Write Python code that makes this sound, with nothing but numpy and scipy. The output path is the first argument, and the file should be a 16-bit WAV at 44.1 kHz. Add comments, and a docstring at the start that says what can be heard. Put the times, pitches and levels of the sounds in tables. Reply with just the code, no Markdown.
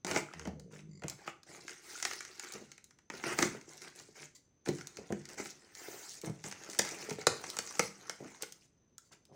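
"""Cutting open a wrapped box

A taped, film-wrapped cardboard box is turned on a table and worked open with a utility knife.
Rubbing is filtered noise and random slips; creases, tape and card give way in short noise bursts.
Damped swings make the knocks; harmonics of the slip rate make the blade's groan.
A small hard room answers each sound with decaying noise, over a quiet floor with a thin whine."""
import sys
import numpy as np
from scipy import signal
from scipy.fft import rfft, irfft
from scipy.io import wavfile
from scipy.ndimage import uniform_filter1d

SR = 44100
rng = np.random.default_rng(int(sys.argv[2]) if len(sys.argv) > 2 else 0)


def unload_audio(sound):
    """Save the sound as a 16-bit wav file, at the path given as the first command line argument."""
    columns = np.transpose(np.atleast_2d(sound))
    # keep every value between -1 and 1, then stretch to whole-number steps
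    steps = np.round(np.clip(columns, -1, 1) * 32767)
    wavfile.write(sys.argv[1], SR, steps.astype(np.int16))


N = 412335


def amp(db):
    """Decibels to gain."""
    return 10 ** (np.asarray(db) / 20)


def evened(x):
    """Scales to rms 1."""
    return x / np.sqrt(np.mean(x ** 2) + 1e-20)


def read(points, hz, column=1):
    """Reads a table on a log-frequency axis."""
    rows = np.array(points)
    return np.interp(np.log(hz + 1), np.log(rows[:, 0] + 1), rows[:, column])


def add(mix, start_s, sound):
    """Mixes a sound in at a time."""
    part = mix[max(round(start_s * SR), 0):][:len(sound)]
    part += sound[:len(part)]


def response(points, size=2048):
    """The causal, minimum-phase ring of a part that has this spectrum."""
    log_gain = np.log(amp(read(points, abs(np.fft.fftfreq(size, 1 / SR)))))
    spectrum = np.exp(np.conj(signal.hilbert(log_gain)))
    return np.fft.ifft(spectrum).real[:size // 2]


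def through(x, ring):
    """Plays a force through a ring."""
    return signal.oaconvolve(x, ring)[:len(x)]


def resonate(x, hz, width_hz):
    """A one-pole complex resonance of gain 1."""
    pole = np.exp((2j * np.pi * hz - np.pi * width_hz) / SR)
    return 2 * signal.lfilter([1 - abs(pole)], [1, -pole], x).real


def resonate_twice(x, hz, width_hz):
    """Two equal resonances in series, for steeper skirts."""
    return resonate(resonate(x, hz, width_hz), hz, width_hz)


BLOW_S = .005  # a blow's level is its energy spread over this time


def blow(sound, db):
    """Gives one short sound its level."""
    return amp(db) * sound * np.sqrt(BLOW_S * SR / (np.sum(sound ** 2) + 1e-20))


def strokes(rows, column, attack_share=0.3, release_s=0.017):
    """Force of a series of strokes: each builds over a share of its length, holds and dies away."""
    out = np.zeros(N)
    for row in rows:
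        start_s, length_s = row[:2]
        t = np.arange(0, length_s + 10 * release_s, 1 / SR)
        build = np.minimum(t / (attack_share * length_s), 1)
        release = np.exp(-np.maximum(t - length_s, 0) / release_s)
        add(out, start_s, amp(row[column]) * build * release)
    return out


# Spectrum of the floor. Each row: frequency in Hz, relative level in dB.
FLOOR_SPECTRUM = [(25, -15), (50, -2), (130, 3), (350, -2.5), (800, -16.5), (6200, -28.5), (13000, -50)]


def background(floor_db=-73.5, whine_db=-81.5, whine_hz=6130, width_hz=110):
    """Shaped noise makes the low floor; a narrow noise band makes a faint, fuzzy whine."""
    hz = np.fft.rfftfreq(N, 1 / SR)
    air, whine = rfft(rng.standard_normal((2, N)))
    air = irfft(air * amp(read(FLOOR_SPECTRUM, hz)), N)
    whine = irfft(whine / (1 + ((hz - whine_hz) / width_hz) ** 2), N)
    return amp(floor_db) * evened(air) + amp(whine_db) * evened(whine)


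# The room's decay. Each row: frequency in Hz, t60 in seconds, relative tail energy in dB.
ROOM_DECAY = [(151, 0.36, 1.5), (497, 0.32, -7), (2800, 0.3, -3.5), (15040, 0.33, -10)]


def room(x, gap_s=.003, build_s=0.00092, count=12, return_db=-1.5):
    """Dense reflections die band by band; random tails crossfade evenly through the scene."""
    out, place = np.zeros(N), np.linspace(0, count - 1, N)
    for k in range(count):
        hz, t, z = signal.stft(rng.standard_normal(SR // 2), SR, nperseg=256)
        rate = np.log(1000) / read(ROOM_DECAY, hz)[:, None]
        level = amp(read(ROOM_DECAY, hz, column=2))[:, None]
        z = z * level * np.exp(-rate * t) * np.sqrt(2 * rate / SR)
        tail = signal.istft(z, SR, nperseg=256)[1]
        tail = tail * (1 - np.exp(-np.arange(len(tail)) / (SR * build_s)))
        share = np.sqrt(np.maximum(1 - abs(place - k), 0))
        add(out, gap_s, through(x * share, tail))
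    return amp(return_db) * out


# Modes of hollow box and table top. Each row: frequency in Hz, t60 in seconds, gain in dB.
HOLLOW_MODES = [(145, 0.13, 3), (197.4, 0.19, 3.5), (352.2, 0.064, -6)]


def hollow(x):
    """The air in the box and the table under it ring on after every push."""
    return sum(amp(db) * resonate(x, hz, np.log(1000) / np.pi / t60_s) for hz, t60_s, db in HOLLOW_MODES)


# Faces the box is turned to; it hardly touches the table on the first turn.
# Each row: start in seconds, panel pitch in Hz, jolt and shake gain in dB, hollow middle gain in dB.
FACES = [(0, 334, -2.5, 2), (1.6, 386, -16, -4), (2.55, 304, -1, -1.5), (6.1, 471, -1, 1)]


def posed(column):
    """A gain that changes as the box is turned from face to face."""
    rows = np.array(FACES)
    return amp(rows[:, column])[np.searchsorted(rows[1:, 0], np.arange(N) / SR)]


def facing(x, low_hz=560, high_hz=1150):
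    """The hollow middle of the sound is stronger or weaker with the face that is turned up."""
    band = signal.butter(N=2, Wn=[low_hz, high_hz], btype="band", fs=SR, output="sos")
    return x + (posed(column=3) - 1) * signal.sosfiltfilt(band, x)


def stroke(start_s, length_s):
    """One smooth stroke of the hand, from 0 up to 1 and back."""
    return np.sin(np.pi * np.clip((np.arange(N) / SR - start_s) / length_s, 0, 1))


# A palm slides evenly over taut film. Each row: start in seconds, length in seconds, peak sizzle in dB.
PALM_SLIDES = [(1.81, 0.15, -87), (3.334, 0.14, -54), (5.682, .46, -60)]


def sizzle(centre_hz=15000, width_hz=900):
    """Taut film sings at the top of hearing as it slides: a narrow noise band."""
    band = evened(resonate_twice(rng.standard_normal(N), centre_hz, 2 * width_hz))
    return band * sum(amp(db) * stroke(s, length_s) ** 2 for s, length_s, db in PALM_SLIDES)


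def catching():
    """1 where the hand catches on creases, near 0 in the middle of an even slide."""
    return np.clip(1 - 0.96 * sum(stroke(s, length_s) for s, length_s, _ in PALM_SLIDES), 0, 1)


# The blade sticks and slips along the side. Each row: time in seconds, slips per second,
# relative groan level in dB, relative panel buzz level in dB, buzz pitch in Hz.
STICK_SLIP = [(0.34, 84, -51, -69, 370), (0.418, 77, -54, -61, 440), (0.57, 75, -54, -61, 510),
              (0.66, 58, -55.5, -60.5, 410), (0.76, 49.4, -57.5, -61.5, 510), (0.819, 50, -58, -71, 317),
              (0.86, 54, -54, -73, 316), (0.94, 49.6, -53.5, -73, 342), (1.015, 43, -67, -68, 481)]


def slip_turns():
    """Counts the slips of the blade through the long cut."""
    s, per_s = np.transpose(STICK_SLIP)[:2]
    return np.cumsum(np.interp(np.arange(N) / SR, s, per_s, left=0, right=0)) / SR


# How readily the side of the box sways. 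Each row: frequency in Hz, gain in dB.
SIDE_SWAY = [(50, -27.5), (75, -6.5), (105, -14.5), (150, 0), (210, -6), (550, -36)]


def groan(width_hz=55, waver_db=5.0, waver_step_s=.018, count=12):
    """Each slip tugs the side into a low, gliding groan; the panel buzzes at a pitch that moves."""
    s, per_s, groan_db, buzz_db, buzz_hz = np.transpose(STICK_SLIP)
    t, out = np.arange(s[0], s[-1], 1 / SR), np.zeros(N)
    turns = slip_turns()[round(s[0] * SR):][:len(t)]
    slip_hz = np.interp(t, s, per_s)
    cutting = np.minimum(10 * np.sin(np.linspace(0, np.pi, len(t))), 1)
    knots = np.arange(s[0], s[-1], waver_step_s)
    for k in range(1, count + 1):
        sway = amp(np.interp(t, s, groan_db) + read(SIDE_SWAY, k * slip_hz))
        detune = (k * slip_hz - np.interp(t, s, buzz_hz)) / width_hz
        buzz = amp(np.interp(t, s, buzz_db)) / (1 + detune ** 2)
        waver = evened(amp(waver_db * np.interp(t, knots, rng.standard_normal(len(knots)))))
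        add(out, s[0], cutting * waver * (sway + buzz) * np.sin(2 * np.pi * k * turns))
    return out


# Ringing modes of the knife. Each row: frequency in Hz, relative level in dB.
BLADE_MODES = [(1090, -13), (2070, -2.5), (4730, 2.5), (7150, 3)]


def blade(x, width_hz=260):
    """The ring of the knife: each mode is a broad resonance followed by a fixed-width one."""
    return sum(amp(db) * evened(resonate(resonate(x, hz, hz / 8), hz, width_hz)) for hz, db in BLADE_MODES)


# The blade chatters late in the long cut. One row: start in seconds, length in seconds, relative level in dB.
BLADE_CHATTER = (.89, 0.11, -68.5)


def chatter(catch_s=0.0046):
    """Towards the end of the cut each slip also rings the thin blade, ever harder."""
    start_s, length_s, db = BLADE_CHATTER
    t = np.arange(0, length_s, 1 / SR)
    slips = np.diff(np.floor(slip_turns()), prepend=0)[round(start_s * SR):][:len(t)]
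    catches = through(slips, np.exp(-t / catch_s)) * rng.standard_normal(len(t))
    out = np.zeros(N)
    add(out, start_s, amp(db) * evened(blade(catches * np.sqrt(t / length_s))))
    return out


# The knife shifts in the grip. Each row: start in seconds, length in seconds, relative level in dB.
GRIP_SHIFTS = [(4.348, 0.013, -58.5), (9.04, 0.038, -75), (9.118, 0.0074, -62)]


def knife(ring_gain=0.62):
    """The knife shifting in the grip: noise through the blade's ring and the film's spectrum."""
    noise = rng.standard_normal(N)
    scrape = evened(through(noise, response(FILM_SPECTRUM)))
    return strokes(GRIP_SHIFTS, column=2) * (ring_gain * evened(blade(noise)) + scrape)


# Dents in the card popping in or out. Each row: start in seconds, level in dB, pitch in Hz.
DENT_POPS = [(0.162, -32, 690), (0.286, -48.5, 1350), (0.312, -52.5, 1300), (1.277, -39.5, 1285),
             (1.954, -45, 1430), (3.137, -47, 1430), (3.547, -49.5, 1430), (4.196, -53, 2270),
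             (8.982, -61, 1380)]


def dents(pop_s=.0015, damping=0.14, size=1024):
    """A dent pops with a short, hollow tick of its own pitch."""
    out, t = np.zeros(N), np.arange(size) / SR
    for (s, db, hz), grit in zip(DENT_POPS, rng.standard_normal((len(DENT_POPS), size))):
        add(out, s, blow(resonate_twice(grit * np.exp(-t / pop_s), hz, damping * hz), db))
    return out


# Strokes of hand and blade over the box.
# Each row: start in seconds, length in seconds, film force in dB, card force in dB.
RUB_STROKES = [(0.062, .06, -44.5, -40.5), (0.138, .05, -43.5, -41.5), (0.26, 0.22, -66.5, -60),
               (0.7, 0.098, -63.5, -60.5), (1.03, 0.095, -68.5, -58), (1.17, 0.082, -67, -60.5),
               (1.26, 0.03, -56, -52), (1.48, 0.1, -59.5, -58.5), (1.67, 0.062, -56.5, -57.5),
               (1.8, 0.37, -51, -53.5), (2.15, 0.25, -64, -60), (2.39, 0.17, -56.5, -53),
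               (3.1, 0.14, -58.5, -52.5), (3.235, 0.1, -46, -38.5), (3.365, 0.087, -40, -38),
               (3.45, 0.12, -61.5, -54.5), (3.66, 0.12, -59.5, -59.5), (3.8, 0.087, -57, -56),
               (3.94, 0.078, -57, -59), (4.14, 0.11, -56.5, -55.5), (4.65, 0.05, -53, -52),
               (4.73, 0.083, -59, -61.5), (5.28, 0.054, -56.5, -53), (5.37, 0.042, -48.5, -46),
               (5.42, 0.083, -53, -60), (5.73, 0.3, -52.5, -53.5), (6.01, 0.17, -52, -64.5),
               (6.24, 0.031, -50.5, -52.5), (6.435, 0.052, -50, -50.5), (6.53, 0.25, -57, -56),
               (6.81, 0.14, -49.5, -48), (6.93, 0.21, -54, -51.5), (7.18, 0.041, -55, -51.5),
               (7.28, 0.21, -55.5, -54), (7.43, 0.36, -53, -57), (7.8, 0.073, -46, -63),
               (7.96, 0.17, -64, -59), (8.18, 0.18, -63.5, -62), (8.405, 0.026, -55, -54.5),
               (8.6, 0.055, -65.5, -77), (9.11, 0.03, -66, -62), (9.32, 0.063, -69, -69)]
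# Hands never quite at rest on the wrap as they hold the box.
# Each row: start in seconds, length in seconds, film force in dB, card force in dB.
RESTLESS_HOLDS = [(1.46, 1.17, -62.5, -63), (3.1, 1.03, -66.5, -70.5), (4.66, 3.825, -66.5, -65.5)]


def rubbing(column):
    """How hard the film (column 2) or the card (column 3) is rubbed."""
    holds = strokes(RESTLESS_HOLDS, column, attack_share=0.0065, release_s=0.081)
    return np.hypot(strokes(RUB_STROKES, column), holds)


def friction(pressure, spectrum, per_s, spread_db, smooth, clump_db, level_db, merge_db=-50):
    """Uneven slips in clumps over a sliding hiss ring one part; a firm stroke runs them together."""
    sizes = amp(spread_db * np.minimum(rng.exponential(1, N), 3))
    slips = sizes * rng.choice([-1, 1], N) * (rng.random(N) < per_s / SR)
    clumps = evened(uniform_filter1d(uniform_filter1d(rng.standard_normal(N), size=300), size=200))
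    grip = catching() / np.hypot(1, pressure / amp(merge_db))
    force = (grip * evened(slips) + smooth * rng.standard_normal(N)) / np.hypot(grip, smooth)
    clumped = force * amp(clump_db * grip * clumps)
    return pressure * amp(level_db) * evened(through(clumped, response(spectrum)))


def widening(x, pressure, low_hz, high_hz, even_db, growth, most_db):
    """A light touch sounds mostly the middle of a part's range; pressing harder brings out the rest."""
    band = signal.butter(N=3, Wn=[low_hz, high_hz], btype="band", fs=SR, output="sos")
    core = signal.sosfiltfilt(band, x)
    return core + (x - core) * np.minimum((pressure / amp(even_db)) ** growth, amp(most_db))


def crinkle(pressure, low_hz, high_hz, per_s, pop_s, level_db,
            spread_db=13.5, limit_db=-57.0, count=12, size=512):
    """Creases buckle in dry, broad ticks of a dozen colours; the driving force saturates."""
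    out, t = np.zeros(N), np.arange(size) / SR
    force = amp(limit_db) * np.tanh((pressure / amp(limit_db)) ** 2) * catching()
    for hz in np.geomspace(low_hz, high_hz, count):
        band = signal.butter(N=2, Wn=[.65 * hz, 1.35 * hz], btype="band", fs=SR, output="sos")
        pop = evened(signal.sosfilt(band, rng.standard_normal(size) * np.exp(-t / pop_s)))
        sizes = amp(spread_db * np.minimum(rng.exponential(1, N), 2))
        out += through((rng.random(N) < per_s / count / SR) * sizes, pop)
    return amp(level_db) * force * evened(out)


def patchy(x, depth_db, span_hz, span_s, size=512):
    """Random patches of gain over time and frequency make the rubbing's colour uneven."""
    hop = size // 4
    z = signal.stft(x, SR, nperseg=size, noverlap=size - hop)[2]
    bins, frames = round(span_hz * size / SR), round(span_s * SR / hop)
    patches = uniform_filter1d(rng.standard_normal(z.shape), bins, 0)
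    patches = evened(uniform_filter1d(patches, frames, 1))
    return signal.istft(z * evened(amp(depth_db * patches)), SR, nperseg=size, noverlap=size - hop)[1][:N]


# What the film radiates. Each row: frequency in Hz, gain in dB.
FILM_SPECTRUM = [(1800, -29), (3200, -11), (4600, -3), (6400, 1.5), (7600, -3.5), (10000, -12),
                 (13300, -24.5), (15200, -11), (16500, -29)]


def film_rustle(pressure):
    """Rubbed film: hiss that widens with pressure, and bright crinkles."""
    hiss = friction(pressure, FILM_SPECTRUM, per_s=330, spread_db=5.0, smooth=1.0, clump_db=1.5, level_db=0.0)
    hiss = widening(hiss, pressure, low_hz=1200, high_hz=10000, even_db=-52.5, growth=.4, most_db=-1)
    hiss = hiss + crinkle(pressure, low_hz=4500, high_hz=7000, per_s=80, pop_s=.0005, level_db=-4.5)
    return patchy(hiss, depth_db=4.0, span_hz=1400, span_s=0.027)


# What the card radiates. 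Each row: frequency in Hz, gain in dB.
CARD_SPECTRUM = [(250, -26.5), (550, -3.5), (800, 4), (1100, -2), (1400, 3.5), (1700, 1), (2100, 3),
                 (3000, -6.5), (4200, -25), (8000, -36.5)]


def card_scrape(pressure):
    """Rubbed card: a lower scrape that widens with pressure, and duller crinkles."""
    scrape = friction(pressure, CARD_SPECTRUM, per_s=360, spread_db=2.5, smooth=0.83,
                      clump_db=1.0, level_db=-3.0)
    scrape = widening(scrape, pressure, low_hz=1092, high_hz=7000, even_db=-56.5, growth=0.22, most_db=-0.5)
    scrape = scrape + crinkle(pressure, low_hz=1400, high_hz=2800, per_s=70, pop_s=.0006, level_db=-4.5)
    return patchy(scrape, depth_db=3.5, span_hz=297.0, span_s=0.029)


def drumming(pressure, panel_hz=375, width_hz=190, level_db=-9):
    """Dragging fingers drum the panel beneath them at its own pitch."""
    tugs = rng.standard_normal(N) * (rng.random(N) < width_hz / SR)
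    return pressure * amp(level_db) * evened(resonate_twice(tugs, panel_hz, width_hz))


# What the panels radiate. Each row: frequency in Hz, gain in dB.
PANEL_SPECTRUM = [(35, -50.5), (75, -10.5), (150, -5), (350, 0.5), (650, -5), (1200, -20), (3000, -64)]
# The box shoved over the table. Each row: start in seconds, length in seconds, force in dB.
TABLE_SHOVES = [(0.05, .14, -41), (0.45, 0.05, -44), (1.02, 0.034, -46.5), (1.45, 0.22, -62),
                (2.52, 0.12, -56.5), (3.22, 0.19, -52.5), (4.67, 0.038, -34.5), (4.96, 0.081, -50),
                (5.1, 0.032, -36.5), (6.23, 0.056, -43), (6.44, 0.041, -48), (8.2, 0.063, -48.5),
                (9.28, 0.097, -58.5)]


def panel_rumble(card_pressure, shake_db=-7):
    """Shoves over the table and rubbing of the card shake the panels into a rumble."""
    shoves = strokes(TABLE_SHOVES, 2, attack_share=0.19, release_s=0.0056)
    shake = amp(shake_db) * card_pressure * catching() * posed(column=2)
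    return friction(np.hypot(shoves, shake), PANEL_SPECTRUM, per_s=330, spread_db=8.5, smooth=0.99,
                    clump_db=-2.5, level_db=-3.5)


# Bumps of box on table and of hands.
# Each row: start in seconds, level in dB before the trim in knocks(), settled panel pitch in Hz.
BOX_KNOCKS = [(0.047, -41.5, 185), (0.473, -35, 212), (1.043, -41.5, 465), (1.045, -44, 135),
              (2.557, -45, 450), (3.139, -45, 390), (3.391, -37.5, 295), (3.428, -24.5, 270),
              (3.453, -36.5, 218), (3.549, -43, 405), (3.68, -51.5, 318), (4.088, -55.5, 407),
              (4.689, -30.5, 370), (4.69, -42, 112), (4.987, -44, 403), (5.105, -39, 450),
              (5.125, -32, 227), (5.399, -37, 357), (5.884, -41.5, 370), (5.943, -49, 383),
              (6.237, -43, 368), (6.273, -40, 162), (6.297, -38, 148), (6.69, -46, 386),
              (7.089, -39.5, 400), (7.113, -35, 418), (7.186, -39.5, 420), (7.8, -40, 140),
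              (8.205, -45, 370), (8.429, -43.5, 428)]


def knocks(ring_s=0.0044, stiffen=0.39, relax_s=0.00092, rattle=0.67, rattle_s=0.0059,
           trim_db=0.5, size=4096):
    """A struck panel swings a few damped cycles, sagging in pitch, and shakes its neighbours near it."""
    rows = BOX_KNOCKS + jolts()
    out, t, panel = np.zeros(N), np.arange(size) / SR, response(PANEL_SPECTRUM)
    for (s, db, hz), shake in zip(rows, rng.standard_normal((len(rows), size))):
        turns = np.cumsum(hz * (1 + stiffen * np.exp(-t / relax_s))) / SR
        envelope = (1 - np.exp(-t * hz * 2)) * np.exp(-t / ring_s)
        swing = np.gradient(-np.cos(2 * np.pi * turns) * envelope)
        box = resonate(through(shake * np.exp(-t / rattle_s), panel), hz, 2 * hz)
        add(out, s, blow(evened(swing) + rattle * evened(box), db + trim_db))
    return out


# before face gain and trim, a jolt equals its crack at this level and changes SLOPE dB per dB of crack
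JOLT_EVEN_DB, JOLT_SLOPE, JOLT_LAG_S = -23.5, 1.44, .0015


def jolts():
    """The knock that each crack of the card gives the panel and the table under it."""
    rows = []
    for s, _, crack_db in CARD_SNAPS:
        _, hz, face_db, _ = FACES[sum(s > face[0] for face in FACES[1:])]
        jolt_db = JOLT_EVEN_DB + JOLT_SLOPE * (crack_db - JOLT_EVEN_DB) + face_db
        rows.append((s + JOLT_LAG_S, jolt_db, hz))
    return rows


# Tape and card giving way. Each row: start in seconds, film tick in dB, card crack in dB.
CARD_SNAPS = [(0.047, -38, -41), (0.067, -39.5, -45), (0.112, -37, -34.5), (0.161, -36, -27.5),
              (0.173, -35.5, -35), (0.336, -52.5, -46.5), (0.395, -46.5, -46.5), (0.453, -50.5, -46.5),
              (0.474, -52, -53), (0.597, -54, -65), (1.02, -61, -51), (1.036, -51, -44.5),
              (1.082, -38, -49), (1.098, -38.5, -69), (1.276, -50, -38), (1.432, -55.5, -64),
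              (1.68, -47, -42.5), (1.694, -47.5, -48), (2.0, -48, -49), (2.026, -32.5, -37.5),
              (2.051, -30.5, -30.5), (2.111, -47, -37.5), (2.133, -42, -45.5), (2.206, -43, -41.5),
              (2.25, -46, -49.5), (2.396, -39.5, -46.5), (2.446, -50, -49), (2.522, -44, -67),
              (2.537, -43.5, -56), (2.717, -49, -54.5), (2.779, -55.5, -56), (2.842, -53, -72),
              (2.908, -60.5, -62.5), (2.987, -64, -62.5), (3.1, -46.5, -39), (3.238, -48, -34.5),
              (3.388, -29.5, -27), (3.423, -34, -32.5), (3.426, -27, -26.5), (3.612, -55, -56.5),
              (3.818, -48.5, -52.5), (3.998, -50, -57), (4.66, -50.5, -45), (4.687, -39, -42),
              (4.785, -50.5, -54), (4.81, -50, -45), (4.871, -42, -57), (4.97, -45.5, -49.5),
              (5.123, -45, -42.5), (5.254, -48, -53.5), (5.289, -49.5, -60), (5.401, -54, -46.5),
              (5.457, -47, -44.5), (5.751, -48, -57), (6.215, -47.5, -77), (6.44, -45, -46),
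              (6.513, -44, -49), (6.524, -44.5, -44.5), (6.636, -48, -54), (6.699, -43.5, -59),
              (6.712, -50, -58), (6.732, -45.5, -53), (6.748, -48, -48), (6.789, -27.5, -45),
              (6.792, -22.5, -28), (6.818, -37, -45.5), (6.849, -41, -44.5), (6.89, -41.5, -49.5),
              (7.095, -41, -48), (7.107, -41, -42.5), (7.214, -46, -48), (7.2686, -20.5, -23),
              (7.439, -46, -40), (7.501, -38, -56), (7.568, -38.5, -42), (7.588, -30.5, -36.5),
              (7.673, -45.5, -52.5), (7.752, -48, -50.5), (7.794, -25, -24), (8.096, -35.5, -39),
              (8.423, -35.5, -54), (8.432, -45.5, -44), (8.523, -46.5, -66), (8.981, -47.5, -67.5),
              (9.253, -62, -78.5)]


def snaps(film_s=0.00073, card_s=0.0027, rise_s=0.00065, crumble=0.17, crumble_s=0.0039,
          bright=0.46, thin=0.24, card_lag_s=.0005, size=2048):
    """Each snap is a milliseconds-long avalanche of breaking fibres, with stragglers after it."""
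    out, t = np.zeros(N), np.arange(size) / SR
    rise = 1 - np.exp(-t / rise_s)
    noises = rng.standard_normal((len(CARD_SNAPS), 3, size))
    for (s, tick_db, crack_db), (film_noise, card_noise, grit) in zip(CARD_SNAPS, noises):
        # bare film ticks brightly; film stuck down on card sounds duller (dB per octave)
        tilt_db = bright * np.clip(tick_db - crack_db - 15.5, -20, 10)
        film = response([(hz, db + tilt_db * max(np.log2(hz / 6000), 0)) for hz, db in FILM_SPECTRUM])
        # a light crack is too small to move the card's low range (dB per octave)
        thin_db = thin * min(crack_db - JOLT_EVEN_DB, 0)
        card = response([(hz, db + thin_db * max(np.log2(1400 / hz), 0)) for hz, db in CARD_SPECTRUM])
        stragglers = crumble * evened(grit ** 3) * np.exp(-t / crumble_s)
        tick = through(rise * (film_noise * np.exp(-t / film_s) + stragglers), film)
        crack = through(rise * (card_noise * np.exp(-t / card_s) + stragglers), card)
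        add(out, s, blow(tick, tick_db))
        add(out, s + card_lag_s, blow(crack, crack_db))
    return out


def scene():
    """Everything the box and knife do, in the room."""
    film, card = rubbing(column=2), rubbing(column=3)
    rustle = film_rustle(film) + card_scrape(card)
    body = knocks() + panel_rumble(card) + drumming(card)
    box = facing(snaps() + rustle + body) + hollow(body) + dents()
    box = box + knife() + groan() + chatter() + sizzle()
    return (box + room(box) + background())[None]


def record(dry, edge_hz=16250):
    """Band limit: a steep linear-phase low-pass."""
    lowpass = signal.firwin(401, edge_hz, window=("kaiser", 9), fs=SR)
    return signal.oaconvolve(dry, lowpass[None], "same")


dry = scene()
out = record(dry)
unload_audio(out)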